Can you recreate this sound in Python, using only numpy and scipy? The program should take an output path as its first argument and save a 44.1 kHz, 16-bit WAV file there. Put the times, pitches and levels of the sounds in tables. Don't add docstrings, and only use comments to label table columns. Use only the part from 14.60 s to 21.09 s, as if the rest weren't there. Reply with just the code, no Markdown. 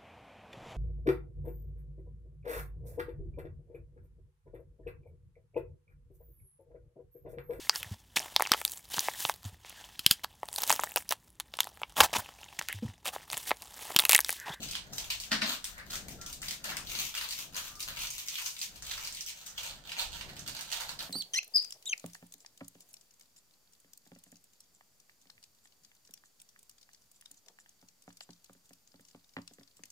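import sys
import numpy as np
from scipy import signal
from scipy.fft import rfft, irfft
from scipy.io import wavfile

SR = 44100
rng = np.random.default_rng(int(sys.argv[2]) if len(sys.argv) > 2 else 0)


def amplitude_ratio(level_db):
    exponent = np.asarray(level_db, float) / 20
    return 10 ** exponent


def inscribe(sig):
    pcm = np.round(np.clip(np.atleast_2d(sig).T, -1, 1) * 32767)
    wavfile.write(sys.argv[1], SR, pcm.astype(np.int16))


N = 286209

# start_s [s], level_db [dB], flake_hz [Hz], low_db [dB], treble_db [dB]
FRACTURES = [(0.0313, -29.5, 6560, 0, 0), (0.0882, -31, 4840, -5, 0), (0.1117, -26.5, 4270, -3, 9),
             (0.1526, -21, 2950, 0.5, -8), (0.334, -33, 5640, -3.5, 7), (0.3825, -22, 5650, -20, -4),
             (0.5023, -21.5, 4900, -1.5, -4), (0.601, -25.5, 4800, -2, 3), (0.6367, -30, 2970, -5, -4),
             (0.717, -14, 1680, -0.5, -16.5), (0.8195, -18, 2480, 9, -24), (1.043, -22, 4200, 7, 11),
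             (1.1804, -35.5, 1890, 7, -2), (1.3075, -29, 4410, 5, 5), (1.3359, -28, 4460, -1, 0),
             (1.3554, -23, 6100, 3.5, -2), (1.484, -30, 2140, 5, 4), (1.614, -31, 6220, 0, 2),
             (1.6624, -28, 6100, 4, -1), (1.7287, -27.5, 3870, -4, 6.5), (1.8185, -28.5, 7200, 7, 4),
             (1.8287, -29.5, 2070, 7, -8), (1.8836, -24.5, 4700, -1, -1), (1.9096, -23, 2060, -11, -2.5),
             (2.0418, -25, 3120, -4, 0.5), (2.0928, -27, 2870, 4.5, -15), (2.1193, -26.5, 1880, 19, -7),
             (2.1462, -38, 2900, 5, -15), (2.169, -22, 2800, 6, -1.5), (2.2714, -31, 4040, -5, -6),
             (2.296, -29, 3840, -1, -1), (2.3344, -35.5, 2520, 12, -10), (2.351, -25, 3870, 1.5, -14),
             (2.389, -23.5, 4080, 0, -2), (2.5505, -23, 2400, 4, -1), (2.5763, -23, 2880, 3, -1),
             (2.612, -23.5, 4150, 9.5, -4), (2.6887, -27, 4150, -3, 2), (2.7086, -24.5, 4660, -9, 0),
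             (2.7252, -26, 4820, -1.5, -5.5), (2.7912, -31, 4580, 10, 4), (2.9452, -31.5, 4870, -3, -6),
             (2.9652, -24.5, 6550, 13.5, 7), (3.1544, -35.5, 4870, 0, 17), (3.2042, -23.5, 4080, -11, 3),
             (3.2271, -25.5, 4930, -3, 5), (3.3368, -38, 2800, 13, -10), (3.3704, -28, 2850, 9, -5),
             (3.4186, -25.5, 2740, -2, 2), (3.471, -27.5, 6100, -5, -4), (3.5034, -25.5, 6760, -10, 5),
             (3.5816, -26.5, 3870, 1, 7), (3.685, -23, 6500, -8, -4), (3.7556, -24.5, 3140, -12, -7),
             (3.7845, -25, 2360, 6, -1.5), (3.8167, -28.5, 4820, 9, 2), (3.8607, -22.5, 6600, -2.5, -10),
             (3.905, -30.5, 6160, -16, 15), (3.9663, -30.5, 3660, -10, -8), (3.9916, -30, 7740, -4, 2),
             (4.0151, -23, 4460, -8, -1), (4.1594, -36, 3670, -11, 3), (4.2233, -29.5, 6550, 9, 4),
             (4.2664, -30.5, 3260, -10, -1), (4.313, -23.5, 3680, 8, -4), (4.3787, -27, 4820, 13, -2),
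             (4.4474, -27.5, 4770, -1, -6), (4.4734, -25, 4550, -1, -2), (4.5246, -30, 6700, -6, 7),
             (4.5486, -29, 4550, -2, 7), (4.6084, -25.5, 5290, 0, 8), (4.6631, -28, 5600, -2, 8),
             (4.6855, -27, 4970, -11, 2), (4.8643, -31, 3820, -15, 1.5), (4.9792, -25, 3170, -2, -8),
             (5.2936, -31, 2830, -6, -8), (5.3183, -25.5, 2860, -8, -15), (5.367, -30, 2810, 8, -9),
             (5.3961, -26, 3670, 8, 3), (5.611, -28, 2850, 4, -9.5), (5.6301, -50, 2790, 5, -10),
             (5.692, -39, 2940, 4, -6), (5.7664, -34.5, 2520, -4, -8), (5.793, -32.5, 6360, 0, 4),
             (5.8647, -37, 2950, -6, 0), (5.877, -25.5, 4600, 10, 7), (5.9665, -30, 4570, 4, -4),
             (5.9923, -31, 3090, 9, 0), (6.0097, -27, 2900, 0, 7), (6.1171, -24.5, 2850, 5, 1),
             (6.131, -24, 4380, 2, -6), (6.2068, -25.5, 3610, -9, 1), (6.2925, -25, 4440, 12, 1.5),
             (6.3913, -28, 4490, -10, -2), (6.4268, -33, 4020, -2, 8)]


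def snaps():
    tear_s, top_over_treble_db = 0.0052, 6
    lead = 24
    t = np.arange(2048) / SR
    out = np.zeros(N + len(t))
    hz = np.fft.rfftfreq(len(t), 1 / SR)
    leaf = leaf_colour(hz) / (1 + (1000 / (hz + 1)) ** 5)
    below_2k, below_5k, below_9k = [1 / (1 + (hz / edge) ** 8) for edge in (2000, 5000, 9000)]
    sprays = np.clip(rng.standard_normal((len(FRACTURES), len(t))), -2.1, 2.1) ** 3
    for (start_s, level_db, flake_hz, low_db, treble_db), spray in zip(FRACTURES, sprays):
        spray = 0.1 * spray * np.exp(-t / tear_s)
        spray[lead] += 3.0
        spray[:lead] = 0
        ring = 1 + amplitude_ratio(5) / (1 + ((hz - flake_hz) / (0.1 * flake_hz)) ** 2)
        low_and_middle = below_2k * amplitude_ratio(low_db) + below_5k - below_2k
        treble_and_top = below_9k - below_5k + (1 - below_9k) * amplitude_ratio(top_over_treble_db)
        colour = low_and_middle + amplitude_ratio(treble_db) * treble_and_top
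        snap = irfft(rfft(spray) * leaf * colour * ring)
        snap = snap / np.sqrt(np.sum(snap ** 2) / 4.53)
        at = max(round(start_s * SR) - lead, 0)
        out[at:at + len(t)] += amplitude_ratio(level_db) * snap
    return out[:N]


# time_s [s], body_over_low_db [dB], top_over_treble_db [dB], pot_ring_db [dB]
SLOW_COLOUR = [(0, -4, -4, -2.5), (0.4, 0.5, -3, -7), (0.7, -7, -4, -5.5), (1.2, -5, -2.5, -19.5),
               (1.8, -5, -3, -7), (2.2, -2.5, -1.5, -0.5), (2.9, -7, -1.5, -4), (3.5, -6, -1.5, -3),
               (4.0, -3.5, -1.5, -7), (4.4, -2.5, -3.5, -5.5), (4.9, -2.5, -4, -8), (5.4, -1, -4, -4.5),
               (5.9, -2.5, -3, -2), (6.2, -0.5, -3, -4.5), (6.49, -2, -0.5, -7)]


def crinkle():
    cracks_per_s, clump_db, clump_points_per_s = 900, 4.0, 30
    middle, low, treble = squeezes()
    body_db, top_db, _ = in_time(SLOW_COLOUR)
    sizes = amplitude_ratio(5.7 * np.minimum(rng.exponential(1, N), 3.5)) * rng.choice([-1, 1], N)
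    chance = cracks_per_s * amplitude_ratio(clump_db * drift(clump_points_per_s)) / SR
    cracks = sizes * (rng.random(N) < chance)
    leaf = irfft(rfft(cracks) * leaf_colour(np.fft.rfftfreq(N, 1 / SR)), N)
    parts_hz = [(400, 1000), (1000, 2000), (2000, 5000), (5000, 9000), (9000, 16500)]
    gains = [low * amplitude_ratio(body_db), low, middle, treble, treble * amplitude_ratio(top_db)]
    return sum(gain * rms_one(band(leaf, *edges)) for edges, gain in zip(parts_hz, gains))


# full_s [s], rise_s [s], hold_s [s], level_db [dB], low_db [dB], treble_db [dB]
FINGER_SQUEEZES = [(0.024, 0.075, 0.013, -48.5, -9, -0.5), (0.088, 0.003, 0.03, -52, -11, -1),
                   (0.138, 0.091, 0.0066, -50, -12, -15), (0.328, 0.003, 0.041, -55, -4, 4),
                   (0.392, 0.043, 0.036, -48, -7.5, 0.5), (0.5, 0.0017, 0.008, -39.5, -23, -2.0),
                   (0.545, 0.017, 0.02, -52, -7, -0.5), (0.597, 0.048, 0.01, -58.5, -19, 4),
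                   (0.626, 0.004, 0.008, -58, -19, 4), (0.715, 0.0045, 0.01, -37.5, -1, -11.5),
                   (0.816, 0.0042, 0.02, -38.5, -2.5, -14), (0.874, 0.038, 0.048, -41, -5.5, -2),
                   (1.047, 0.0027, 0.0055, -47.5, -26, -1.5), (1.073, 0.017, 0.018, -54.5, -2, 1),
                   (1.182, 0.024, 0.033, -62, 8, -10), (1.339, 0.053, 0.0091, -46, -4.0, -0.5),
                   (1.49, 0.003, 0.03, -56, -9, 3), (1.616, 0.004, 0.005, -58, 2.5, -4),
                   (1.665, 0.013, 0.055, -54, -8.5, 3), (1.83, 0.005, 0.04, -59, -17, 4),
                   (1.894, 0.06, 0.014, -45.5, -15, 0), (2.043, 0.0033, 0.065, -48.5, -2.5, -1),
                   (2.171, 0.0026, 0.0042, -55.5, 2, -1.0), (2.363, 0.089, 0.11, -45.5, -11.5, 1),
                   (2.542, 0.015, 0.1, -47.5, -6.5, -2.5), (2.716, 0.053, 0.021, -53, -19, 3),
                   (2.785, 0.033, 0.043, -49, -9.5, 1.5), (2.958, 0.024, 0.019, -47, -5.5, 0),
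                   (3.016, 0.02, 0.066, -52.5, -6.5, 0.5), (3.193, 0.0032, 0.028, -55, -15.0, 3),
                   (3.275, 0.0086, 0.011, -45, -3.5, -1.5), (3.374, 0.04, 0.073, -49, -10.5, -0.5),
                   (3.502, 0.008, 0.11, -54.0, -16, 2.0), (3.662, 0.0057, 0.005, -53.5, -19, 4.0),
                   (3.745, 0.078, 0.056, -50, -14, -0.5), (3.84, 0.072, 0.026, -52, -18, 3.5),
                   (4.012, 0.059, 0.022, -50.5, -19, 3), (4.15, 0.013, 0.01, -55, -6, -1.0),
                   (4.224, 0.005, 0.005, -50.5, -2.5, -2), (4.316, 0.067, 0.006, -45, -8.5, -1.5),
                   (4.371, 0.01, 0.042, -52, -6.5, 0), (4.444, 0.23, 0.019, -52.5, -14, 2),
                   (4.551, 0.024, 0.041, -51.5, -27, -0.5), (4.662, 0.003, 0.036, -54, -25, 1.5),
                   (4.775, 0.029, 0.026, -55, -8, 1), (4.857, 0.003, 0.025, -58.5, -5, 5),
                   (4.972, 0.0054, 0.098, -46.5, -7.5, 0), (5.091, 0.02, 0.034, -53.5, -5.5, -4),
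                   (5.304, 0.053, 0.0074, -48, -6, -3), (5.374, 0.023, 0.057, -44, -7.5, -2),
                   (5.527, 0.018, 0.012, -54, -10, -4), (5.596, 0.12, 0.012, -51.5, -4, -0.5),
                   (5.689, 0.005, 0.025, -54.5, 0, -2), (5.76, 0.094, 0.033, -57, -4, -2.0),
                   (5.871, 0.0093, 0.005, -46, -6.5, -1.5), (5.952, 0.049, 0.005, -49.0, -7, -1.5),
                   (5.996, 0.018, 0.039, -51, -5.5, -2), (6.127, 0.035, 0.023, -41, -7.5, -1),
                   (6.204, 0.008, 0.014, -45.5, -2.5, -1.5), (6.284, 0.01, 0.005, -47.5, -7.0, -1),
                   (6.39, 0.003, 0.034, -48.5, -3.5, -3.5), (6.417, 0.011, 0.017, -54.5, -4, 0.5)]


def squeezes():
    climb_db, let_go_db_per_s = 13, 330
    rest_db = -70
    t = np.arange(0, N + 32, 32) / SR
    full_s, rise_s, hold_s, level_db, low_db, treble_db = np.transpose(FINGER_SQUEEZES)[:, :, None]
    climb = climb_db * np.maximum(full_s - t, 0) / np.maximum(rise_s, .002)
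    fall = let_go_db_per_s * np.maximum(t - full_s - np.maximum(hold_s, 0), 0)
    shape_db = level_db - climb - fall
    gains = []
    for part_db in (0, low_db, treble_db):
        power = np.sum(amplitude_ratio(shape_db + part_db) ** 2, axis=0) + amplitude_ratio(rest_db) ** 2
        gains.append(np.interp(np.arange(N) / SR, t, np.sqrt(power)))
    return gains


# pitch_hz [Hz], level_db [dB]
LEAF_SPECTRUM = [(290, -72), (500, -11.5), (649, -9), (805, -7.5), (958, 7.5), (1140, -10), (1390, -5),
                 (2060, -0.5), (3130, -1.5), (4760, 1.5), (9260, -2), (10100, -6), (12200, -9),
                 (13500, -11.5), (15800, -15.5)]


def leaf_colour(hz):
    return amplitude_ratio(at_hz(LEAF_SPECTRUM, hz))


# [dB, before the slow colour]
POT_RINGS = [(1310, 150, -2), (2850, 140, -1), (4550, 320, -1), (6250, 370, -2)]


def pot(x):
    out = 0
    for hz, width_hz, level_db in POT_RINGS:
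        r = np.exp(-np.pi * width_hz / SR)
        forward = [(1 - r * r) / 2, 0, (r * r - 1) / 2]
        back = [1, -2 * r * np.cos(2 * np.pi * hz / SR), r * r]
        out = out + amplitude_ratio(level_db) * signal.lfilter(forward, back, x + 1e-18)
    ring_db = in_time(SLOW_COLOUR)[2]
    return x + amplitude_ratio(ring_db) * out


def nearby(x, count, near_db, near_s, wall_db, wall_s):
    t = np.arange(4096) / SR
    walls = rng.standard_normal((count, 2, len(t))) * np.exp(-t / wall_s) * (t > .003)
    walls = rms_one(walls) / np.sqrt(len(t))
    paths = rng.standard_normal((count, 2, len(t)))
    paths = paths * (rng.random((count, 2, len(t))) < .05) * np.exp(-t / near_s)
    paths *= amplitude_ratio(near_db) / np.sqrt(np.sum(paths ** 2, axis=2, keepdims=True))
    paths += amplitude_ratio(wall_db) * walls
    for k, lags in enumerate(rng.integers(0, 9, (count, 2)) + [0, 3]):
        paths[k, [0, 1], lags] += 1
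    turn, out = np.arange(N) / SR / .03 % count, 0
    for k, path in enumerate(paths):
        apart = np.abs((turn - k + count / 2) % count - count / 2)
        share = x * np.cos(np.pi / 2 * np.minimum(apart, 1))
        out = out + signal.oaconvolve(share[None], path)[:, :N]
    return out


# [dB, before the mode levels]
TABLE_KNOCKS = [(0.717, -30), (0.824, -31)]
# pitch_hz [Hz], level_db [dB, added to the knock], t60_s [s]
TABLE_MODES = [(223.4, 3.5, 0.12), (200, -20, 0.049), (270, -1.5, 0.095), (157, -17, 0.09), (636, -7, 0.12)]


def knocks():
    t, out = np.arange(N) / SR, 0
    for start_s, knock_db in TABLE_KNOCKS:
        since = np.maximum(t - start_s, 0)
        swell = 1 - np.exp(-since / 0.0063)
        for hz, level_db, t60_s in TABLE_MODES:
            decay = amplitude_ratio(knock_db + level_db - 60 * since / t60_s)
            out = out + decay * swell * np.sin(2 * np.pi * hz * since)
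    return out


# start_s [s], length_s [s], first_hz [Hz], last_hz [Hz], level_db [dB]
FAR_TONES = [(1.577, 0.141, 1330, 1420, -54), (3.07, 0.186, 1186, 1223, -58)]


def far_tone():
    out, t = 0, np.arange(N) / SR
    for start_s, length_s, first_hz, last_hz, level_db in FAR_TONES:
        end_s = start_s + length_s
        hz = np.interp(t, [start_s, end_s], [first_hz, last_hz])
        fade = np.clip(np.minimum(t - start_s, end_s - t) / 0.033, 0, 1)
        level = amplitude_ratio(level_db + 3.1 * drift(40))
        phase = 2 * np.pi * np.cumsum(hz + 30 * drift(35.93)) / SR
        out = out + fade * level * np.sin(phase)
    return out


# pitch_hz [Hz], t60_s [s]
KITCHEN_T60 = [(300, 0.42), (1500, 0.26), (4000, 0.26), (9000, 0.26), (15000, 0.081)]
# pitch_hz [Hz], likeness [-1 to 1]
PORT_LIKENESS = [(60, 0.74), (180, 0.83), (550, 0.8), (1650, 0), (4970, 0.17), (15000, 0)]


def kitchen(x, build_s):
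    edges, out = 140 * 2 ** np.arange(0, 7, 1 / 3), 0
    white = rng.standard_normal((2, 2, N))
    for k, (low, high) in enumerate(zip(edges, edges[1:])):
        hz = np.sqrt(low * high)
        keep = amplitude_ratio(-120 / (at_hz(KITCHEN_T60, hz) * SR))
        fill = np.exp(-1 / (build_s * SR))
        poles = np.convolve([1, -keep], [1, -fill])
        stored = signal.lfilter([(1 - keep) * (1 - fill)], poles, band(x, low, high) ** 2)
        mid, side = rms_one(band(white[k % 2], low, high))
        out = out + np.sqrt(np.abs(stored) / 2) * spread(mid, side, hz)
    return out


# pitch_hz [Hz], density_db [dB per Hz]
RUMBLE_SPECTRUM = [(12, -27), (20, 1.5), (45, 0.5), (86, -4), (151, 1.5), (455, -12.5), (728, -9),
                   (972, -25), (1210, -32), (1500, -47), (1950, -52), (3300, -120)]
# time_s [s], deep_db [dB], upper_db [dB]
RUMBLE_COURSE = [(0.0, -59, -53.5), (0.72, -58, -62), (0.99, -63, -60), (1.55, -57.5, -55),
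                 (1.92, -64, -58.5), (2.22, -56.5, -58.5), (2.53, -67, -62.5), (3.03, -63.5, -62.5),
                 (3.45, -57.5, -62.5), (3.87, -70, -70.5), (4.1, -68, -67.5), (4.28, -58, -62),
                 (4.75, -73, -66.5), (5.08, -58.5, -63), (5.6, -57.5, -60), (5.69, -58.5, -55.5),
                 (6.14, -66.5, -65.5), (6.49, -65, -61.5)]
# pitch_hz [Hz], density_db [dB per Hz]
HISS_SPECTRUM = [(240, -40), (400, -1), (1210, -5), (4830, 7), (9220, -34), (10300, -12), (13500, -32),
                 (15800, -18)]


def rumble():
    lumps_db, hiss_db = 4.5, -70
    deep_db, upper_db = in_time(RUMBLE_COURSE)
    deep = rms_one(band(steady(RUMBLE_SPECTRUM), 12, 75)) * amplitude_ratio(deep_db + lumps_db * drift(6))
    upper = rms_one(band(steady(RUMBLE_SPECTRUM), 75, 3000)) * amplitude_ratio(upper_db + lumps_db * drift(9))
    return deep + upper + amplitude_ratio(hiss_db) * steady(HISS_SPECTRUM)


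def steady(spectrum):
    hz = np.fft.rfftfreq(N, 1 / SR)
    mid, side = rfft(rng.standard_normal((2, N))) * amplitude_ratio(at_hz(spectrum, hz))
    return rms_one(irfft(spread(mid, side, hz), N))


def spread(mid, side, hz):
    alike = np.clip(at_hz(PORT_LIKENESS, hz), -.99, .99)
    return np.sqrt(1 + alike) * mid + np.sqrt(1 - alike) * side * [[1], [-1]]


def drift(rate):
    points = rng.standard_normal(int(N / SR * rate) + 2)
    return np.interp(np.arange(N) / SR * rate, np.arange(len(points)), points)


def rms_one(x):
    return x / np.sqrt(np.mean(x ** 2) + 1e-20)


def in_time(rows):
    s, *columns = np.transpose(rows)
    return [np.interp(np.arange(N) / SR, s, c) for c in columns]


def at_hz(points, hz):
    points_hz, values = np.transpose(points)
    return np.interp(np.log(np.maximum(hz, 1)), np.log(points_hz), values)


def band(x, low_hz, high_hz):
    return signal.sosfilt(signal.butter(2, [low_hz, high_hz], "band", fs=SR, output="sos"), x + 1e-18)


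# time_s [s], left_over_right_db [dB]
HAND_PLACE = [(0.0, 1.5), (0.23, -3.5), (0.69, 1.5), (1.43, 0), (1.68, 0.5), (1.99, -0.5), (2.26, 1),
              (3.63, -2), (3.8, -1), (4.47, -2.5), (4.7, -1.5), (5.57, -5), (6.22, -5), (6.49, -3)]


def scene():
    side = amplitude_ratio(in_time(HAND_PLACE)[0] * [[.5], [-.5]])
    leaves = pot(crinkle() + snaps())
    still = knocks() + far_tone()
    close = amplitude_ratio(1.0) * nearby(leaves, count=10, near_db=3.0, near_s=0.0017, wall_db=2.0, wall_s=0.03)
    leaves_room = amplitude_ratio(5.0) * kitchen(leaves, build_s=0.0073)
    still_room = amplitude_ratio(-3) * kitchen(still, build_s=0.0035)
    return side * (close + leaves_room) + still + still_room + rumble()


# pitch_hz [Hz], left_over_right_db [dB]
PORT_COLOUR = [(60, 3.5), (92, 4), (140, 2.5), (210, 3), (330, 3), (500, 3), (770, 3), (1170, 2.5),
               (1790, 1), (2740, 1.5), (4190, -1.5), (6410, 2.5), (9810, 2.5), (15000, 11)]


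def roll_off(x):
    return signal.sosfilt(signal.butter(12, 16990, fs=SR, output="sos"), x)


def record(dry):
    hz = np.fft.rfftfreq(N, 1 / SR)
    port_db = at_hz(PORT_COLOUR, hz) * [[.5], [-.5]]
    dull_db = 6.7 * ((hz > 9700) & (hz < 12600))
    top_cut_db = 30 * (hz > 15800)
    mix = irfft(rfft(dry) * amplitude_ratio(port_db - dull_db - top_cut_db), N)
    return roll_off(mix)


dry = scene()
out = record(dry)
inscribe(out)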